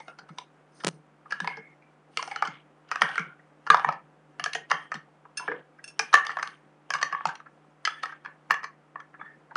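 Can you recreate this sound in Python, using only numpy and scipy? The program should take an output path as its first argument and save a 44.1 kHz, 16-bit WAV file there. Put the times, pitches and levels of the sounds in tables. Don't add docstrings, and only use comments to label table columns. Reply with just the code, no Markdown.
import sys
import numpy as np
from scipy import signal
from scipy.fft import rfft, irfft
from scipy.io import wavfile
from scipy.ndimage import uniform_filter1d

SR = 44100
rng = np.random.default_rng(int(sys.argv[2]) if len(sys.argv) > 2 else 0)


def to_wav(s):
    ch = np.atleast_2d(s).T
    pcm = np.round(np.clip(ch, -1, 1) * 32767)
    wavfile.write(sys.argv[1], SR, pcm.astype(np.int16))


def field_ratio(decibels):
    return 10 ** (np.asarray(decibels, dtype=float) / 20)


N = 421596

# pitch in Hz, level in dB, time to fade by 60 dB in seconds.
TIN_MODES = [(805, -6, 0.04), (892, -12.5, 0.0058), (1000, -12, 0.0083), (1130, -2.5, 0.0067),
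             (1260, 2.5, 0.018), (1370, -12.5, 0.017), (1550, -26.5, 0.022), (1670, -3, 0.036),
             (1800, -16.5, 0.029), (1920, -17, 0.05), (2190, -5.5, .03)]
# pitch in Hz, level in dB, fade time in seconds.
STEEL_MODES = [(2290, -4.5, 0.028), (2900, 1.5, 0.017), (3180, 0, 0.015), (3755, -11.5, 0.024),
               (4360, -1.5, 0.014), (4475, -2, 0.0049), (5050, 5, 0.0091), (5734, -5, .009),
               (5882, -6, 0.022), (8200, -29, .008), (8700, -21, 0.0089), (9660, -8, 0.01)]
# pitch in Hz, level in dB, fade time in seconds.
HANDLE_MODES = [(1680, 0.5, 0.05), (2690, -0.5, 0.04), (3540, -8.5, 0.027), (4500, -6, 0.017),
                (5360, 3, 0.033), (6370, -1.5, 0.014), (6150, -8, 0.028), (8330, -5, 0.019),
                (9094, 1, 0.022), (10000, -11.5, 0.014), (10050, -28, 0.013)]
DENOISE_DB = 7


def rms_one(x):
    return x / np.sqrt(np.mean(x ** 2) + 1e-20)


def at_hz(points, hz):
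    table_hz, value = np.transpose(points)
    return np.interp(np.log(hz), np.log(table_hz), value)


def band(x, low_hz, high_hz):
    return signal.sosfilt(signal.butter(2, [low_hz, high_hz], "band", fs=SR, output="sos"), x)


def highpass(x, hz):
    return signal.sosfilt(signal.butter(2, hz, "high", fs=SR, output="sos"), x)


def ring(force, hz, t60):
    decay = field_ratio(-60 / (max(t60, .004) * SR))
    turn = 2 * np.pi * hz / SR
    return signal.lfilter([0, np.sin(turn)], [1, -2 * decay * np.cos(turn), decay * decay], force + 1e-18)


def strike(times, contact_ms, hz, t60, gains_db, peak_db):
    t = np.arange(4096) / SR
    age = 1000 * t[:2048] / np.clip(contact_ms, .05, 9)[:, None]
    chatter = rng.standard_normal(age.shape) ** 3 * np.minimum(4 * age + 0.22, 1) * np.exp(-age)
    body = 0
    for mode_hz, mode_t60, mode_db in zip(hz.T, t60, gains_db.T):
        fade = field_ratio(-60 * t / max(mode_t60, .003))
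        body = body + field_ratio(mode_db)[:, None] * fade * np.sin(2 * np.pi * mode_hz[:, None] * t)
    blows = signal.fftconvolve(body, chatter, axes=1)
    blows = blows * (field_ratio(peak_db) / np.abs(blows).max(axis=1))[:, None]
    at = np.round(times * SR).astype(int)[:, None] + np.arange(blows.shape[1])
    return np.bincount(at.ravel(), blows.ravel(), N)[:N]


def knocks(times, peak_db, modes, ms, spread_db, detune=0., shape_db=None):
    hz, mode_db, t60 = np.transpose(modes)
    luck = rng.standard_normal((len(times), 2, len(modes)))
    hz = hz * (1 + detune * luck[:, 0])
    gains_db = mode_db + spread_db * luck[:, 1]
    if shape_db:
        gains_db = gains_db + shape_db(hz)
    return strike(times, ms * np.ones(len(times)), hz, t60, gains_db, peak_db)


def room_tone():
    # pitch in Hz, rms level in dB.
    hum = [(53.8, -82.5), (150.7, -62.5), (301.5, -68), (527.6, -72), (753.7, -71)]
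    # time in seconds, level in dB.
    hum_fade = [(0, 1), (2, 0), (4, 2), (6, 0), (9.56, 0.5)]
    # pitch in Hz, level in dB per Hz.
    air_colour = [(25, -34.5), (55, -20), (75, -32.5), (115, -40.5), (135, -8), (170, -1), (300, 1.5),
                  (500, -0.5), (800, -2.5), (1300, -4.5), (3100, -19), (4000, -26), (10000, -32),
                  (12000, -41.5)]
    air_db = -62
    hz = np.maximum(np.fft.rfftfreq(N, 1 / SR), 10)
    air = rms_one(irfft(rfft(rng.standard_normal(N)) * field_ratio(at_hz(air_colour, hz)), N))
    slow = uniform_filter1d(rng.standard_normal((len(hum) + 1, N)), size=4000)
    slow = rms_one(uniform_filter1d(slow, size=4000))
    t = np.arange(N) / SR
    tones = 0
    for (tone_hz, db), waver in zip(hum, slow):
        height = np.sqrt(2) * field_ratio(db - 4.5 + 0.33 * waver)
        tones = tones + height * np.sin(2 * np.pi * tone_hz * t + .5 * waver)
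    fade = field_ratio(np.interp(t, *np.transpose(hum_fade)))
    return field_ratio(DENOISE_DB) * (field_ratio(air_db + 0.36 * slow[-1]) * air + fade * tones)


def table_rocks():
    # time in seconds, peak level in dB.
    rocks = [(0.076, -42), (0.184, -38.5), (0.296, -32), (0.374, -46), (0.859, -22), (1.328, -36),
             (1.408, -27), (1.481, -36.5), (1.583, -34.5), (2.48, -25.5), (3.021, -26), (3.192, -26.5),
             (3.705, -24.5), (3.862, -26.5), (3.95, -37.5), (4.399, -41.5), (4.721, -33), (4.946, -32),
             (6.037, -40.5), (6.266, -56.5), (6.466, -36), (6.942, -37), (7.025, -39), (7.127, -37.5),
             (7.258, -32), (8.505, -41), (9.223, -38.5), (9.547, -44)]
    # pitch in Hz, level in dB, fade time in seconds.
    table_modes = [(164.2, 13, 0.096), (188, 1.5, 0.024), (278, -6.5, 0.012)]
    s, db = np.transpose(rocks)
    return band(knocks(s, db - 5.5, table_modes, ms=8.0, spread_db=4.5), 80, 330)


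def handle_touches():
    # time in seconds, peak level in dB.
    touches = [
        (5.3713, -20),
        (5.8399, -26),
        (5.8767, -35.5),
        (5.8987, -44),
    ]
    s, db = np.transpose(touches)
    rung = knocks(s, db + 0.5, HANDLE_MODES, ms=9.0, spread_db=2.0, detune=0.012)
    return band(rung, 1200, 13000)


def snaps():
    # time in seconds, height with its sign (full scale is 1).
    clicks = [
        (.8470, -.5),
        (.8491, -.14),
        (.8677, .3),
        (.8708, .55),
        (.8729, .3),
        (.8800, .14),
        (.8817, .28),
        (.8824, .14),
        (.8872, .24),
        (.8893, .1),
    ]
    force = np.zeros(N)
    for s, height in clicks:
        force[round(s * SR)] = height
    crackle = 0.033 * signal.lfilter([1], [1, -.975], np.abs(force)) * rng.standard_normal(N)
    edge = signal.lfilter([.5, .5], [1, -.55], force + crackle)
    rebound = signal.lfilter([1], [1, -.98], force)
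    return edge + field_ratio(-8) * rebound


def squeals():
    # start in seconds, level in dB, pitch in Hz, fade time in seconds.
    songs = [(0, -49.5, 2130, 0.19), (0.08, -44.0, 709, 0.15), (0.078, -47.5, 1410, 0.34),
             (0.08, -57.0, 2123, 0.19), (0.081, -45.5, 2640, 0.075), (0.385, -50.5, 2238, 0.088),
             (1.48, -39.5, 2159, 0.51), (1.52, -46.0, 1680, 0.45), (1.82, -53.0, 2324, 0.18),
             (2.43, -43.0, 2143, 0.34), (3.031, -30.5, 1550, 0.5), (3.18, -37.5, 2260, 0.28),
             (3.19, -40.0, 1438, 0.45), (5.4, -40.5, 1000, 0.34), (5.482, -33.0, 481.6, 0.35),
             (6.152, -35.5, 1800, 0.82), (8.248, -44.5, 1680, 0.16), (8.519, -41.5, 1740, 0.48),
             (9.21, -48.5, 1800, 0.3), (9.261, -43.0, 1787, 0.24), (9.2, -63.0, 3420, 0.3),
             (1.475, -43.0, 2190, 0.12), (1.64, -54.0, 2190, 0.3), (2.312, -37.5, 2190, 0.15),
             (0.19, -54.5, 1500, 0.5), (4.74, -41.5, 1150, 0.4), (6.14, -40.5, 2900, 0.4),
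             (7.94, -47.0, 1750, 0.5), (5.995, -51.0, 790, 0.12), (0.29, -60.0, 2200, 0.2),
             (8.25, -57.0, 3300, 0.15), (8.25, -65.5, 4250, 0.15), (4.73, -44.0, 1840, 0.5),
             (6.142, -21.0, 1800, 0.1), (4.72, -44.5, 3160, 0.4), (7.86, -47.0, 3390, 0.41),
             (1.33, -52.0, 2880, 0.31), (2.37, -47.5, 2950, 0.35)]
    ring_s, rise_s = .022, .004
    out = np.zeros(N + SR)
    t = np.arange(SR // 2) / SR
    drags = rng.standard_normal((len(songs), len(t))) ** 3
    for (s, db, hz, t60), drag in zip(songs, drags):
        sung = rms_one(ring(ring(drag, hz, ring_s), hz, ring_s / 2))
        start = round(s * SR)
        fade = field_ratio(db - 60 * t / max(t60, .05))
        out[start:start + len(t)] += fade * np.minimum(t / rise_s, 1) * sung
    return out[:N]


def effort():
    # start in seconds, hold in seconds, tin level in dB, bright scrape level in dB.
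    pushes = [(0, 0.1, -57.5, -56.5), (0.325, 0.08, -67.5, -60.0), (0.768, 0.14, -60.5, -48.5),
              (1.31, 0.06, -45.0, -58.0), (1.424, 0.1, -38.0, -55.5), (2.187, 0.12, -38.0, -43.5),
              (2.329, 0.22, -38.0, -65.0), (2.92, 0.073, -37.5, -64.5), (3.028, 0.15, -29.0, -47.5),
              (3.19, 0.08, -44.0, -62.0), (3.709, 0.09, -42.0, -51.0), (3.806, 0.061, -32.0, -54.5),
              (4.41, 0.08, -47.0, -62.5), (4.577, 0.034, -56.5, -67.5), (4.73, 0.1, -44.5, -55.0),
              (4.912, 0.1, -56.0, -70.0), (5.409, 0.07, -37.5, -57.5), (5.49, 0.08, -43.5, -83.0),
              (6.015, 0.52, -43.5, -55.5), (6.917, 0.1, -43.0, -65.0), (7.057, 0.26, -42.5, -64.0),
              (7.26, 0.07, -43.5, -60.0), (7.88, 0.1, -43.5, -53.5), (8.001, 0.12, -40.5, -60.5),
              (8.213, 0.06, -52.0, -77.0), (8.511, 0.23, -68.0, -72.5), (9.241, 0.065, -56.5, -85.5)]
    bite_db_per_s, ease_db_per_s = 250.5, 183.5
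    s, hold, *levels_db = np.transpose(pushes)[:, :, None]
    t = np.arange(0, N, 64) / SR
    shape_db = -bite_db_per_s * np.maximum(s - t, 0) - ease_db_per_s * np.maximum(t - s - hold, 0)
    return [np.interp(np.arange(N) / SR, t, (db + shape_db).max(axis=0)) for db in levels_db]


def grind():
    bodies = (TIN_MODES + STEEL_MODES[:3], STEEL_MODES[3:] + HANDLE_MODES[5:])
    out = 0
    for modes, level_db, teeth_per_s in zip(bodies, effort(), (3000, 8000)):
        sizes = field_ratio(2.7 * np.minimum(rng.exponential(1, N), 4)) * rng.choice([-1, 1], N)
        teeth = sizes * (rng.random(N) < teeth_per_s / SR) * field_ratio(level_db)
        dealt = rng.integers(0, len(modes), N)
        rung = 0
        for k, (hz, db, t60) in enumerate(modes):
            rung = rung + field_ratio(db) * ring(teeth * (dealt == k), hz, 0.52 * t60)
        out = out + rung * np.sqrt(np.mean(field_ratio(2 * level_db)) / np.mean(rung ** 2))
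    return field_ratio(-15.5) * out


def contacts():
    tooth_jumps = [(0.384, -27.0, 1000, 2210, -5.0), (1.402, -20.0, 1690, 1020, -11.0),
                   (1.474, -11.5, 990, 2190, -18.5), (2.172, -19.0, 1290, 2120, 1.5),
                   (2.226, -19.5, 1390, 810, -12.0), (2.36, -17.5, 1280, 810, -15.0),
                   (2.423, -10.5, 1270, 820, -16.0), (2.957, -16.5, 1280, 770, -16.5),
                   (3.018, -3.5, 1380, 1820, -12.5), (3.156, -23.0, 1520, 1870, -13.0),
                   (3.179, -9.0, 1390, 2190, -26.0), (3.194, -24.0, 1380, 2230, -12.5),
                   (3.7014, 0.5, 1200, 1670, -14.5), (3.744, -3.5, 1000, 1300, -23.5),
                   (3.795, -20.0, 1200, 820, -18.5), (3.845, -8.0, 990, 1830, -30.0),
                   (3.888, -9.0, 790, 1300, -29.0), (4.44, -22.0, 1240, 1830, 0.5),
                   (4.46, -16.0, 1680, 730, -17.0), (4.714, -6.0, 1860, 1170, -16.0),
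                   (6.152, -9.0, 1800, 1150, -13.5), (6.266, -22.5, 1180, 1850, -4.5),
                   (6.474, -31.0, 1150, 1520, -4.5), (6.904, -15.5, 1690, 1100, -10.5),
                   (6.937, -17.0, 1610, 2180, -7.5), (6.953, -14.5, 1180, 1710, -18.0),
                   (7.028, -9.0, 1820, 1140, -13.0), (7.148, -16.5, 1130, 1710, -41.0),
                   (7.254, -11.0, 920, 1320, -16.5), (7.354, -35.5, 820, 2210, -4.5),
                   (7.874, -12.0, 1280, 1700, -17.5), (8.056, -24.0, 1860, 1130, -15.5),
                   (8.507, -5.0, 1740, 1140, -18.0), (8.541, -21.0, 1710, 1150, -15.5),
                   (8.248, -26.0, 1290, 1690, -22.5), (8.259, -24.0, 1660, 1130, -24.0)]
    rim_slips = [(0.08, -31.5, 710, 1410, -15.5), (1.322, -18.5, 1680, 1360, -13.0),
                 (1.444, -21.5, 1000, 1870, -21.5), (2.192, -21.5, 1020, 1430, -16.5),
                 (2.276, -29.0, 790, 1410, -7.5), (2.472, -23.0, 1380, 2150, -11.5),
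                 (2.914, -13.0, 1370, 1880, -13.0), (3.393, -44.5, 1910, 1550, -29.5),
                 (3.666, -24.0, 1150, 1750, -19.0), (3.672, -21.5, 1390, 980, -20.5),
                 (3.769, -24.5, 1130, 1570, -14.5), (4.396, -22.5, 1720, 750, -9.5),
                 (4.532, -31.0, 1810, 2210, 3.5), (4.706, -16.0, 1180, 1820, -20.5),
                 (4.917, -19.0, 1280, 1830, -20.0), (4.941, -28.0, 1180, 1560, -9.0),
                 (5.252, -37.0, 1010, 1320, -35.0), (6.1397, 1.0, 1780, 1180, -17.0),
                 (6.174, -15.5, 1800, 1330, -24.0), (6.184, -21.5, 1790, 1460, -22.5),
                 (6.249, -28.0, 1760, 2150, -12.0), (6.292, -21.0, 1340, 1850, -23.5),
                 (6.369, -16.0, 1140, 1710, -24.5), (6.387, -23.5, 1270, 970, -20.5),
                 (6.395, -23.5, 1880, 1340, -23.0), (6.427, -14.0, 1150, 1570, -15.5),
                 (6.986, -30.0, 1160, 1700, -16.5), (7.207, -26.0, 1130, 1700, -43.0),
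                 (7.27, -24.0, 960, 1350, -11.0), (7.401, -36.5, 1250, 1630, -22.0),
                 (7.851, -15.5, 2000, 1680, -4.5), (8.033, -19.0, 1280, 1820, -12.5),
                 (8.516, -20.0, 1780, 1130, -15.0), (8.631, -29.5, 1210, 1810, -15.0),
                 (8.956, -25.0, 1150, 1800, -41.5), (9.001, -33.0, 1720, 1320, -19.5),
                 (9.212, -27.5, 1690, 1260, -44.5), (9.26, -36.5, 1870, 1410, -35.0)]
    tears = [(0.186, -36.5, 1430, 810, -7.0), (0.288, -40.0, 1280, 830, -12.0),
             (0.376, -41.5, 1270, 1590, -17.5), (0.802, -40.0, 1720, 1410, -7.5),
             (0.836, -26.5, 880, 1280, -12.5), (1.256, -38.0, 1210, 900, -36.5),
             (1.306, -31.5, 1800, 1330, -5.5), (1.821, -51.0, 2190, 1580, -21.5),
             (2.312, -25.0, 820, 2170, -16.5), (2.45, -27.0, 1090, 1390, -11.0),
             (2.888, -44.5, 1400, 730, -10.0), (3.01, -24.5, 760, 1200, -12.0),
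             (3.088, -25.5, 1550, 770, -14.5), (3.923, -28.5, 1720, 770, -15.0),
             (4.699, -31.5, 1180, 1840, -5.0), (4.95, -31.0, 1860, 1320, -14.5),
             (5.786, -42.5, 1600, 1900, -26.5), (6.128, -15.0, 1270, 1790, -14.0),
             (6.3, -26.0, 1890, 1200, -18.5), (6.313, -29.0, 1270, 1780, -13.0),
             (6.943, -19.5, 1140, 1620, -17.5), (7.013, -20.0, 1150, 1680, -13.5),
             (7.113, -30.5, 1680, 1200, -31.5), (7.124, -18.0, 1130, 1690, -24.0),
             (7.288, -23.0, 1550, 1090, -20.0), (7.46, -39.0, 1360, 1710, -28.5),
             (8.029, -26.5, 1060, 1730, -15.0), (8.092, -36.0, 1560, 1870, -23.0),
             (8.121, -32.0, 1570, 1230, -26.0), (8.499, -27.5, 1390, 970, -21.5),
             (9.14, -37.0, 1310, 1720, -33.5), (9.509, -36.5, 890, 1580, -33.5)]
    thuds = [
        (0.001, -34.0, 870, 2070, -13.0),
        (1.57, -32.5, 810, 1640, -17.0),
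        (4.549, -15.0, 1860, 710, -14.5),
        (5.396, -28.0, 1410, 1020, -27.5),
        (5.478, -18.0, 1620, 750, -37.5),
        (5.515, -20.0, 1630, 1000, -37.5),
        (5.992, -13.5, 1680, 810, -2.5),
        (8.64, -22.5, 1810, 1110, -15.5),
        (9.194, -39.5, 1200, 2250, -37.0),
        (9.555, -15.0, 1170, 1500, -19.5),
    ]
    kinds = ((tooth_jumps, 1.6), (rim_slips, 3.0), (tears, 8.5), (thuds, 4.5))
    blows = [(*row, ms) for rows, ms in kinds for row in rows]
    s, db, loud_hz, second_hz, steel_db, ms = np.transpose(blows)
    bump = np.isin(s, np.transpose(thuds)[0])
    wall_db = -19.5 + 0.66 * db - 1.1 * s + 7 * bump
    return s, db, loud_hz, second_hz, steel_db, ms, wall_db


def slips():
    # pitch in Hz, level in dB, fade time in seconds.
    wall_modes = [(455, -3, 0.11), (530, -9.5, 0.062), (633, -4.5, 0.013), (725, 7.5, 0.26)]
    crack_modes = [(3180, 1.5, 0.01), (4930, 3, 0.0037), (8600, -8, 0.006)]
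    lid_t60_s, second_db = .024, -4.5
    s, db, loud_hz, second_hz, steel_db, ms, wall_db = contacts()
    pair = np.transpose([loud_hz, second_hz])

    def near_loud(hz):
        octaves = np.abs(np.log2(hz[:, :, None] / pair[:, None])).min(axis=2)
        return -9 * np.minimum(octaves, .8)

    lid = 0
    for hz, less_db in zip(pair.T, (0, second_db)):
        lid = lid + strike(s, ms, hz[:, None], [lid_t60_s], 0 * hz[:, None], db - 2.5 + less_db)
    tin = knocks(s, db - 5.5, TIN_MODES, ms, spread_db=2.5, detune=0.02, shape_db=near_loud)
    wall = knocks(s, wall_db, wall_modes, 0.63 * ms, spread_db=4.0, detune=0.012)
    steel = knocks(s, db + steel_db + 5, STEEL_MODES, 0.62 * ms, spread_db=3.0, detune=0.025)
    crack = knocks(s, db + steel_db + 3, crack_modes, 1.6 * ms, spread_db=3.0, detune=0.15)
    clack = band(band(lid + tin, 620, 2500), 620, 3200) + band(steel + crack, 1700, 8100)
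    return clack + band(band(wall, 430, 570), 290, 640)


def kitchen(x):
    # pitch in Hz, time to fade by 60 dB in seconds.
    echo_t60 = [(150, 0.39), (700, 0.25), (2000, 0.28), (5000, 0.13), (10000, 0.22)]
    t = np.arange(SR // 2) / SR
    tail = 0
    for low_hz in 90 * 2. ** np.arange(7):
        octave = band(rng.standard_normal(len(t)), low_hz, 2 * low_hz)
        tail = tail + octave * field_ratio(-60 * t / at_hz(echo_t60, 1.4 * low_hz))
    tail = tail * np.clip((t - .003) / 0.0072, 0, 1)
    return signal.fftconvolve(x, tail / np.sqrt(np.sum(tail ** 2)))[:N]


def denoise(x):
    margin_db = -0.5
    spectra = signal.stft(x, nperseg=512, noverlap=384)[2]
    power = uniform_filter1d(np.abs(spectra) ** 2, size=9, axis=1)
    power = uniform_filter1d(power, size=5, axis=2)
    steady = np.percentile(power, 25, axis=2, keepdims=True)
    gain = np.maximum(1 - field_ratio(2 * margin_db) * steady / (power + 1e-20), field_ratio(-DENOISE_DB))
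    return signal.istft(spectra * gain, nperseg=512, noverlap=384)[1][:, :N]


def scene():
    tin = slips() + band(grind(), 510, 12000) + handle_touches() + table_rocks() + squeals()
    close = snaps()
    echo = field_ratio(-12.5) * kitchen(tin + field_ratio(-20.0) * close)
    bass_cut = signal.cheby2(8, 45, 115, "high", fs=SR, output="sos")
    near = signal.sosfilt(bass_cut, tin + close + echo)
    return (near + room_tone())[None]


def roll_off(x):
    return signal.sosfilt(signal.butter(12, 16320, fs=SR, output="sos"), x)


def record(dry):
    gap_s = (8.5146, 8.5153)
    limit, tick = .75, .05
    clean = signal.sosfilt(signal.cheby2(12, 55, 11600, fs=SR, output="sos"), denoise(dry))
    held = clean / (1 + np.abs(clean / limit) ** 6) ** (1 / 6)
    held = clean + highpass(held - clean, 90)
    held = highpass(held, 45)
    dull = field_ratio(-40) * held + signal.sosfilt(signal.butter(4, 11000, fs=SR, output="sos"), held)
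    start, end = round(gap_s[0] * SR), round(gap_s[1] * SR)
    dull[:, start:end] = 0
    dull[:, [start, end]] = tick
    return roll_off(dull)


dry = scene()
out = record(dry)
to_wav(out)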